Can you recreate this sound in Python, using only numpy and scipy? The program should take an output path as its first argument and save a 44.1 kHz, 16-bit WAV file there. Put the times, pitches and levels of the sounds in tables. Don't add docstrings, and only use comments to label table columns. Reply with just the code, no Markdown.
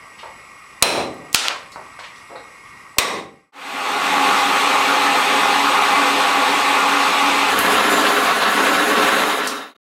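import sys
import numpy as np
from scipy import signal
from scipy.fft import rfft, irfft, next_fast_len
from scipy.io import wavfile
from scipy.ndimage import uniform_filter1d, map_coordinates

SR = 44100
rng = np.random.default_rng(int(sys.argv[2]) if len(sys.argv) > 2 else 0)


def gain_from_db(level_db):
    decades = np.asarray(level_db, float) / 20
    return 10 ** decades


def put_to_file(sound):
    columns = np.atleast_2d(sound).T
    safe = np.clip(columns, -1, 1)
    whole_steps = np.round(safe * 32767)
    wavfile.write(sys.argv[1], SR, whole_steps.astype(np.int16))


N = 433493
T = np.arange(N) / SR

CUT_S = 3.521
LIFT_S, LIFT_LASTS_S = 7.47, 0.097
STEADY_S, STEADY_LASTS_S = 8.4, 0.1
SURGE_S, SURGE_LASTS_S = 9.27, 0.2
OFF_S = 9.475

# start_s, peak_db, slack_db [grip on the chisel]
BLOWS = [
    (0.8243, -0.5, 3),
    (1.3456, -5, -3.5),
    (2.984, -1.5, 9.5),
]
# pitch_hz, level_db
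RINGS = [
    [(2536, -39), (2643, -47), (3257, -65), (4054, -33.5), (5012, -51.5), (5572, -45.5), (7095, -52)],
    [(2676, -50.5), (3548, -50), (3908, -43.5), (5066, -42.5)],
    [(1055, -55.5), (2046, -37), (2536, -47.5), (3558, -47), (3914, -52), (4037, -51), (5620, -45)],
]
# centre_hz, width_hz, lift_db
GRIP = [
    [(2510, 350, 6.5), (4050, 180, 12.5), (5550, 350, 10), (7100, 250, 3), (8620, 450, 11.5),
     (10500, 680, 9)],
    [(3700, 500, -1.5)],
    [(1100, 270, 13), (2020, 310, 8), (2470, 200, 4.5), (3800, 450, 9.5), (5570, 350, 5.5), (8400, 450, 8)],
]
# freq_hz, density_db_per_hz
CRUNCH = [
    [(24, -68), (40, -34.5), (646, -3.5), (1590, -11), (4030, -13), (4340, -17.5), (8770, -24),
     (16000, -35)],
    [(24, -48), (40, -25), (75, -49), (220, -24), (455, -14), (1180, -7), (1340, 0.5), (1680, -6.5),
     (3560, -1), (8770, -11), (13100, -27), (16000, -45.5)],
    [(24, -81), (40, -38), (455, -5), (1440, -12), (2000, -8.5), (8550, -19), (14100, -30.5), (16000, -67)],
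]
# freq_hz, density_db_per_hz
CRACK = [(180, -41.5), (300, -21.5), (1160, -5.5), (1730, -15), (2460, 0), (3670, -9), (3990, 0),
         (4410, -6), (8590, -8.5), (16200, -20.5)]
# pitch_hz, level_db
BENCH = [(446.8, -52.5), (554.5, -48.5), (786.0, -44.5)]


def chisel():
    out, t = np.zeros(N), T[:SR // 2]
    for (start_s, peak_db, slack_db), lines, grip, crunch in zip(BLOWS, RINGS, GRIP, CRUNCH):
        push_db = -14 + 0.4 * slack_db
        wet_db = -1.5 + 0.65 * slack_db
        crack_t60_s = 0.028 * gain_from_db(0.98 * slack_db)
        crack = noise(lambda hz: gain_from_db(along(CRACK, hz)), len(t)) * gain_from_db(-60 * t / crack_t60_s)
        push = gain_from_db(push_db) * (1 - t / 0.0013) * np.exp(-t / 0.00078)
        steel = gain_from_db(slack_db + 24) * ringing(lines, t60_s=0.31)
        shop = coloured(tail(), lambda hz: gain_from_db(along(crunch, hz) + grip_lift_db(grip, hz)))
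        add(out, start_s, gain_from_db(peak_db + 12.5) * (crack + push))
        add(out, start_s, steel)
        add(out, start_s, gain_from_db(push_db + wet_db + 31) * ringing(BENCH, t60_s=0.99))
        add(out, start_s, gain_from_db(-8) * signal.fftconvolve(steel, tail()))
        add(out, start_s, gain_from_db(peak_db + wet_db + 35) * shop / np.linalg.norm(shop))
    return out


def grip_lift_db(grip, hz):
    return sum(lift_db / (1 + (2 * (hz - centre_hz) / width_hz) ** 2) for centre_hz, width_hz, lift_db in grip)


# freq_hz, density_db_per_hz
GRIND = [(15, -69), (25, -24), (146, -40), (188, -16), (243, -17.5), (278, -14.5), (338, -19.5), (404, -11),
         (531, -9), (609, -13), (817, -4), (937, -6.5), (1120, -2.5), (1530, -9.5), (2700, -11),
         (3510, -37), (5940, -120)]
# freq_hz, density_db_per_hz
GRIT = [(1590, -20), (2700, -3), (3280, -2), (3560, 0), (4230, -3.5), (4760, -10), (5920, -13), (6620, -12),
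        (7290, -16), (8040, -11.5), (9330, -19), (11900, -20), (16100, -35)]
# pitch_hz, level_db
GRIND_TONES = [(279.9, -32), (409.6, -39.5), (512, -41), (662.1, -43.5), (990, -35.5), (807.5, -27.5),
               (841.5, -27), (1039, -36), (1128, -27.5), (1217, -37), (1407, -33.5), (2024, -38),
               (2312, -39), (2476, -40), (2509, -39.5), (2789, -41.5)]


def loaded_drill(load):
    mesh_hz = 278.9
    teeth = 1 + 0.12 * np.sin(2 * np.pi * mesh_hz * T)
    casting = rippled(GRIND, ripple_db=2.6, spacing_hz=24)
    grind = teeth * patchy(noise(casting, N), patchy_db=1.5)
    slurry = noise(rippled(GRIT, ripple_db=1.5, spacing_hz=39.6), N)
    grit = gain_from_db(-9.5 + 0.34 * wobble(20)) * patchy(slurry, patchy_db=1.2)
    gears = tones(GRIND_TONES, rough=0.68, width_hz=28, heard=(T >= CUT_S) & (load > 0))
    return gain_from_db(-2.5) * grind + grit + gain_from_db(15) * gears


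# freq_hz, density_db_per_hz
FREE = [(15, -71), (25, -16), (140, -31), (185, -9.5), (288, -2.5), (339, -17.5), (398, -2), (606, -5.5),
        (680, -5), (1160, 1.5), (2280, -7), (3720, -10.5), (5790, -23.5), (6500, -26), (8450, -46),
        (14300, -120)]
# pitch_hz, level_db
FREE_TONES = [(280.4, -38), (301.5, -34), (412, -32), (534, -36), (706, -37.5), (775.2, -36.5),
              (1478, -34.5), (1066, -34.5), (1138, -33.5), (1335, -33), (1700, -36), (1990, -46)]
# pitch_hz, level_db
BEARINGS = [(3700, -17.5), (3880, -18), (6800, -35), (11700, -32), (15600, -37)]


def free_drill(load):
    still_db = -12 * bump(STEADY_S, STEADY_LASTS_S)
    surge_db = 3 * bump(SURGE_S, SURGE_LASTS_S)
    jolt_db = 2.5 * bump(OFF_S, 0.06)
    coast_db = -12 * since_off()
    sing_db = 15.5 * ramp(8.9, 0.374) - 5 * since_off()
    roar = noise(rippled(FREE, ripple_db=1.5, spacing_hz=44.52), N)
    free = gain_from_db(1.43 * wobble(45)) * patchy(roar, patchy_db=1.5)
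    low_lines = [row for row in FREE_TONES if row[0] < 600]
    high_lines = [row for row in FREE_TONES if row[0] >= 600]
    low = tones(low_lines, rough=0.97, width_hz=64, heard=load < 1)
    high = tones(high_lines, rough=0.97, width_hz=64, heard=load < 1)
    rattle = gain_from_db(still_db - 1.5) * low + high
    idle = gain_from_db(surge_db + jolt_db + coast_db - 2) * (free + gain_from_db(21.5) * rattle)
    whistle = tones(BEARINGS, rough=0.99, width_hz=200, heard=load < 1)
    return idle + gain_from_db(sing_db - 13.5) * whistle


def drill():
    load = 1 - ramp(LIFT_S, LIFT_LASTS_S)
    hush_db = -0.5 * bump(7.6, 0.045)
    mix = np.sqrt(load) * loaded_drill(load) + np.sqrt(1 - load) * free_drill(load)
    return gain_from_db(-14.5 + hush_db) * mix


# freq_hz, density_db_per_hz
MIST = [(2650, -11), (4500, -7.5), (5840, -11), (6640, -2.5), (7790, -6.5), (9290, -7.5), (10200, -4.5),
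        (11600, -6.5), (14000, -15), (15200, -15), (16100, -21.5)]


def spray():
    mist = patchy(noise(lambda hz: gain_from_db(along(MIST, hz)), N), patchy_db=1.5)
    bare_db = 3.5 * ramp(SURGE_S - SURGE_LASTS_S, SURGE_LASTS_S)
    shield_db = -3 * bump(STEADY_S, STEADY_LASTS_S)
    valve_db = -4 * ramp(9.37, 0.034)
    drain_db = -32 * since_off()
    level_db = -29.5 + bare_db + shield_db + valve_db + drain_db + 1.26 * wobble(35)
    return gain_from_db(level_db) * np.sqrt(ramp(LIFT_S, LIFT_LASTS_S)) * mist


# start_s, level_db, centre_hz, t60_s
TICKS = [(0.8167, -27, 1100, 0.016), (1.142, -42, 8200, 0.0089), (1.329, -20, 7000, 0.0099),
         (1.357, 2, 5000, 0.007), (1.3592, -3, 7500, .004), (1.4833, 0.5, 3040, 0.0042),
         (2.97, -24, 504, 0.022), (1.7594, -26, 730, .03), (1.9891, -27, 1200, 0.02)]
# start_s, level_db, centre_hz, t60_s
CLICKS = [
    (7.5894, -10.5, 10500, 0.01),
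    (9.472, -10.5, 8620, 0.071),
    (9.4743, -9.5, 5000, 0.1),
]
# start_s, level_db, centre_hz, t60_s
KNOCKS = [(.02, -43, 900, 0.086), (.18, -41.5, 2600, 0.16), (.225, -35, 756, 0.15), (.965, -23, 548, 0.18),
          (1.2, -43, 495, 0.36), (1.717, -42, 5000, 0.045), (1.765, -34, 740, 0.074),
          (1.86, -53, 3500, .05), (1.986, -34, 1000, 0.11), (1.987, -39.5, 3230, 0.1),
          (2.03, -37, 2220, 0.15), (2.155, -47, 3500, .08), (2.293, -36.5, 600, 0.21),
          (2.35, -37.5, 905, 0.13), (7.5, -47, 90, 1.2), (8.95, -51.5, 90, 1.1)]
# start_s, level_db, centre_hz, t60_s
SCRAPES = [
    (1.332, -31, 5970, .03),
    (1.42, -24, 1300, 0.086),
    (1.484, -21.5, 1200, .05),
]
# start_s, level_db, centre_hz, width_octaves, t60_s
PINGS = [
    (1.724, -42, 4300, .08, 0.032),
    (2.32, -45, 550, 0.17, 0.19),
    (2.356, -44, 3900, 0.13, 0.066),
    (7.91, -34.5, 7220, 0.027, 0.22),
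    (8.06, -22, 3370, 0.35, 0.11),
]


def contacts():
    snap_s = 0.00046
    events = []  # start_s, sound, room_db
    for start_s, level_db, hz, t60_s in TICKS:
        room_db = -1.5 - 5.5 * np.log2(hz / 1000)
        events.append((start_s, burst(level_db, hz, 0.69, snap_s, t60_s), room_db))
    for start_s, level_db, hz, t60_s in CLICKS:
        events.append((start_s, burst(level_db, hz, 0.4, snap_s, t60_s), -1.5))
    for start_s, level_db, hz, t60_s in KNOCKS:
        events.append((start_s, burst(level_db, hz, 0.73, 0.07 * t60_s, t60_s), 2))
    for start_s, level_db, hz, t60_s in SCRAPES:
        events.append((start_s, burst(level_db, hz, 1, 0.45 * t60_s, t60_s), -0.5))
    for start_s, level_db, hz, octaves, t60_s in PINGS:
        events.append((start_s, burst(level_db, hz, octaves, 0.07 * t60_s, t60_s), 2))
    out = np.zeros(N)
    for start_s, sound, room_db in events:
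        add(out, start_s, sound)
        add(out, start_s, gain_from_db(room_db) * signal.fftconvolve(sound, tail()))
    return out


# pitch_hz, level_db
WHINE = [(1577, -61), (1863, -69.5), (1895, -55), (2153, -62.5), (2180, -56), (2439, -63.5), (2724, -69.5),
         (5572, -79), (5830, -72), (7854, -70), (7881, -65), (7913, -73)]
# centre_hz, width_hz, level_db
CASING = [(1120, 37, 1.5), (1550, 24, -13.5), (1940, 86, -2), (2170, 40, -2), (2480, 36, -4.5),
          (2780, 45, -4), (5030, 210, -11), (5640, 47, -11.5), (7870, 40, -12.5), (10600, 520, -14.5)]
# freq_hz, density_db_per_hz
HISS = [(15, -51), (25, -2.5), (227, -7), (631, -11), (919, -5.5), (1170, 5.5), (1710, -21), (1900, 1.5),
        (3090, -18), (7100, -23), (8130, -21.5), (12200, -32.5), (15500, -80)]


def camera():
    buzz = gain_from_db(-50 + 0.8 * wobble(20)) * noise(casing_gain, N)
    hiss = gain_from_db(-43) * patchy(noise(lambda hz: gain_from_db(along(HISS, hz)), N), patchy_db=1.8)
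    whine = tones(WHINE, rough=0.15, width_hz=6, heard=T < CUT_S)
    return buzz + hiss + gain_from_db(1.5) * whine


def casing_gain(hz):
    total = 0
    for centre_hz, width_hz, level_db in CASING:
        detuning = np.abs(centre_hz * centre_hz - hz * hz + 1j * hz * width_hz)
        total = total + gain_from_db(level_db) * hz * width_hz / detuning
    return total ** 1.15 * (hz < 13300)


# freq_hz, t60_s
SHOP = [(150, 1), (600, 0.48), (2000, 0.39), (5000, 0.36), (12000, 0.31)]


def tail():
    hz, t, z = signal.stft(rng.standard_normal(3 * SR // 4), SR, nperseg=256)
    decay = gain_from_db(-60 * t / along(SHOP, hz)[:, None])
    answer = signal.istft(z * decay, SR, nperseg=256)[1]
    return np.pad(answer / np.linalg.norm(answer), (150, 0))


def burst(level_db, centre_hz, octaves, rise_s, t60_s):
    t = T[:SR // 2]
    band = noise(lambda hz: np.exp(-0.5 * (np.log2((hz + 1) / centre_hz) / octaves) ** 2), len(t))
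    decay_db = -60 * np.maximum(t - rise_s, 0) / t60_s
    return gain_from_db(level_db + decay_db) * np.minimum(t / rise_s, 1) * band


def ringing(lines, t60_s):
    t = T[:SR]
    return gain_from_db(-60 * t / t60_s) * sum(gain_from_db(db) * np.sin(2 * np.pi * hz * t) for hz, db in lines)


def tones(lines, rough, width_hz, heard):
    knots = np.arange(int(T[-1] * width_hz) + 2)
    out, t = np.zeros(N), T[heard]
    for hz, db in lines:
        a, b = rng.standard_normal((2, len(knots))) * np.sqrt(0.7 * rough)
        in_phase = np.interp(t * width_hz, knots, a + np.sqrt(1 - rough))
        quadrature = np.interp(t * width_hz, knots, b)
        angle = 2 * np.pi * hz * t
        out[heard] += np.sqrt(2) * gain_from_db(db) * (in_phase * np.sin(angle) + quadrature * np.cos(angle))
    return out


def noise(gain, size):
    return unit(coloured(rng.standard_normal(size), gain))


def coloured(x, gain):
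    m = next_fast_len(len(x) + 4096)
    return irfft(rfft(x, m) * gain(np.fft.rfftfreq(m, 1 / SR)), m)[:len(x)]


def rippled(spectrum, ripple_db, spacing_hz):
    knots = rng.standard_normal(1200)

    def gain(hz):
        ripple = map_coordinates(knots, [hz / spacing_hz], mode="wrap")
        return gain_from_db(along(spectrum, hz) + ripple_db * ripple)
    return gain


def patchy(x, patchy_db):
    z = signal.stft(x, nperseg=512)[2]
    field = uniform_filter1d(uniform_filter1d(rng.standard_normal(z.shape), 5, 0), 9, 1)
    return unit(signal.istft(z * gain_from_db(patchy_db * unit(field)), nperseg=512)[1][:N])


def wobble(rate_hz):
    return map_coordinates(rng.standard_normal(int(N * rate_hz / SR) + 4), [T * rate_hz])


def unit(x):
    return x / np.sqrt(np.mean(x ** 2) + 1e-20)


def along(points, hz):
    f, v = np.transpose(points)
    return np.interp(np.log(hz + 1), np.log(f + 1), v)


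def ramp(start_s, lasts_s):
    return np.clip((T - start_s) / lasts_s, 0, 1)


def bump(centre_s, lasts_s):
    return np.exp(-0.5 * ((T - centre_s) / lasts_s) ** 2)


def since_off():
    return np.maximum(T - OFF_S, 0)


def add(track, start_s, sound):
    part = track[round(start_s * SR):][:len(sound)]
    part += sound[:len(part)]


def scene():
    sound = contacts() + np.where(T < CUT_S, chisel() + camera(), drill() + spray())
    return np.array([sound, sound])


def gain_control(x, ceiling_db, recover_db_per_s, attack_s):
    lag = np.exp(-1 / (attack_s * SR))
    level_db = 10 * np.log10(signal.lfilter([1 - lag], [1, -lag], x ** 2) + 1e-12)
    over_db = np.maximum(level_db - ceiling_db, 0)
    recovered_db = recover_db_per_s * T
    duck_db = np.maximum.accumulate(over_db + recovered_db) - recovered_db
    return x * gain_from_db(-signal.lfilter([1 - lag], [1, -lag], duck_db))


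def roll_off(x):
    return signal.sosfilt(signal.butter(12, 16490, fs=SR, output="sos"), x)


# time_s, gain
FADE = [
    (2.8, 1),
    (3.521, 0),
    (4.24, 1),
    (9.03, 1),
    (9.743, 0),
    (9.765, .025),
    (9.7655, 0),
]


def record(dry):
    x = gain_control(dry[0], ceiling_db=-12.5, recover_db_per_s=112, attack_s=0.003)
    x = signal.sosfilt(signal.butter(2, 62, "high", fs=SR, output="sos"), x)
    x = signal.sosfilt(signal.ellip(10, 0.5, 70, 15820, fs=SR, output="sos"), x)
    x = x / (1 + np.abs(x / 0.9) ** 4) ** (1 / 4)
    x = x * np.interp(T, *np.transpose(FADE))
    return roll_off(np.array([x, x]))


dry = scene()
out = record(dry)
put_to_file(out)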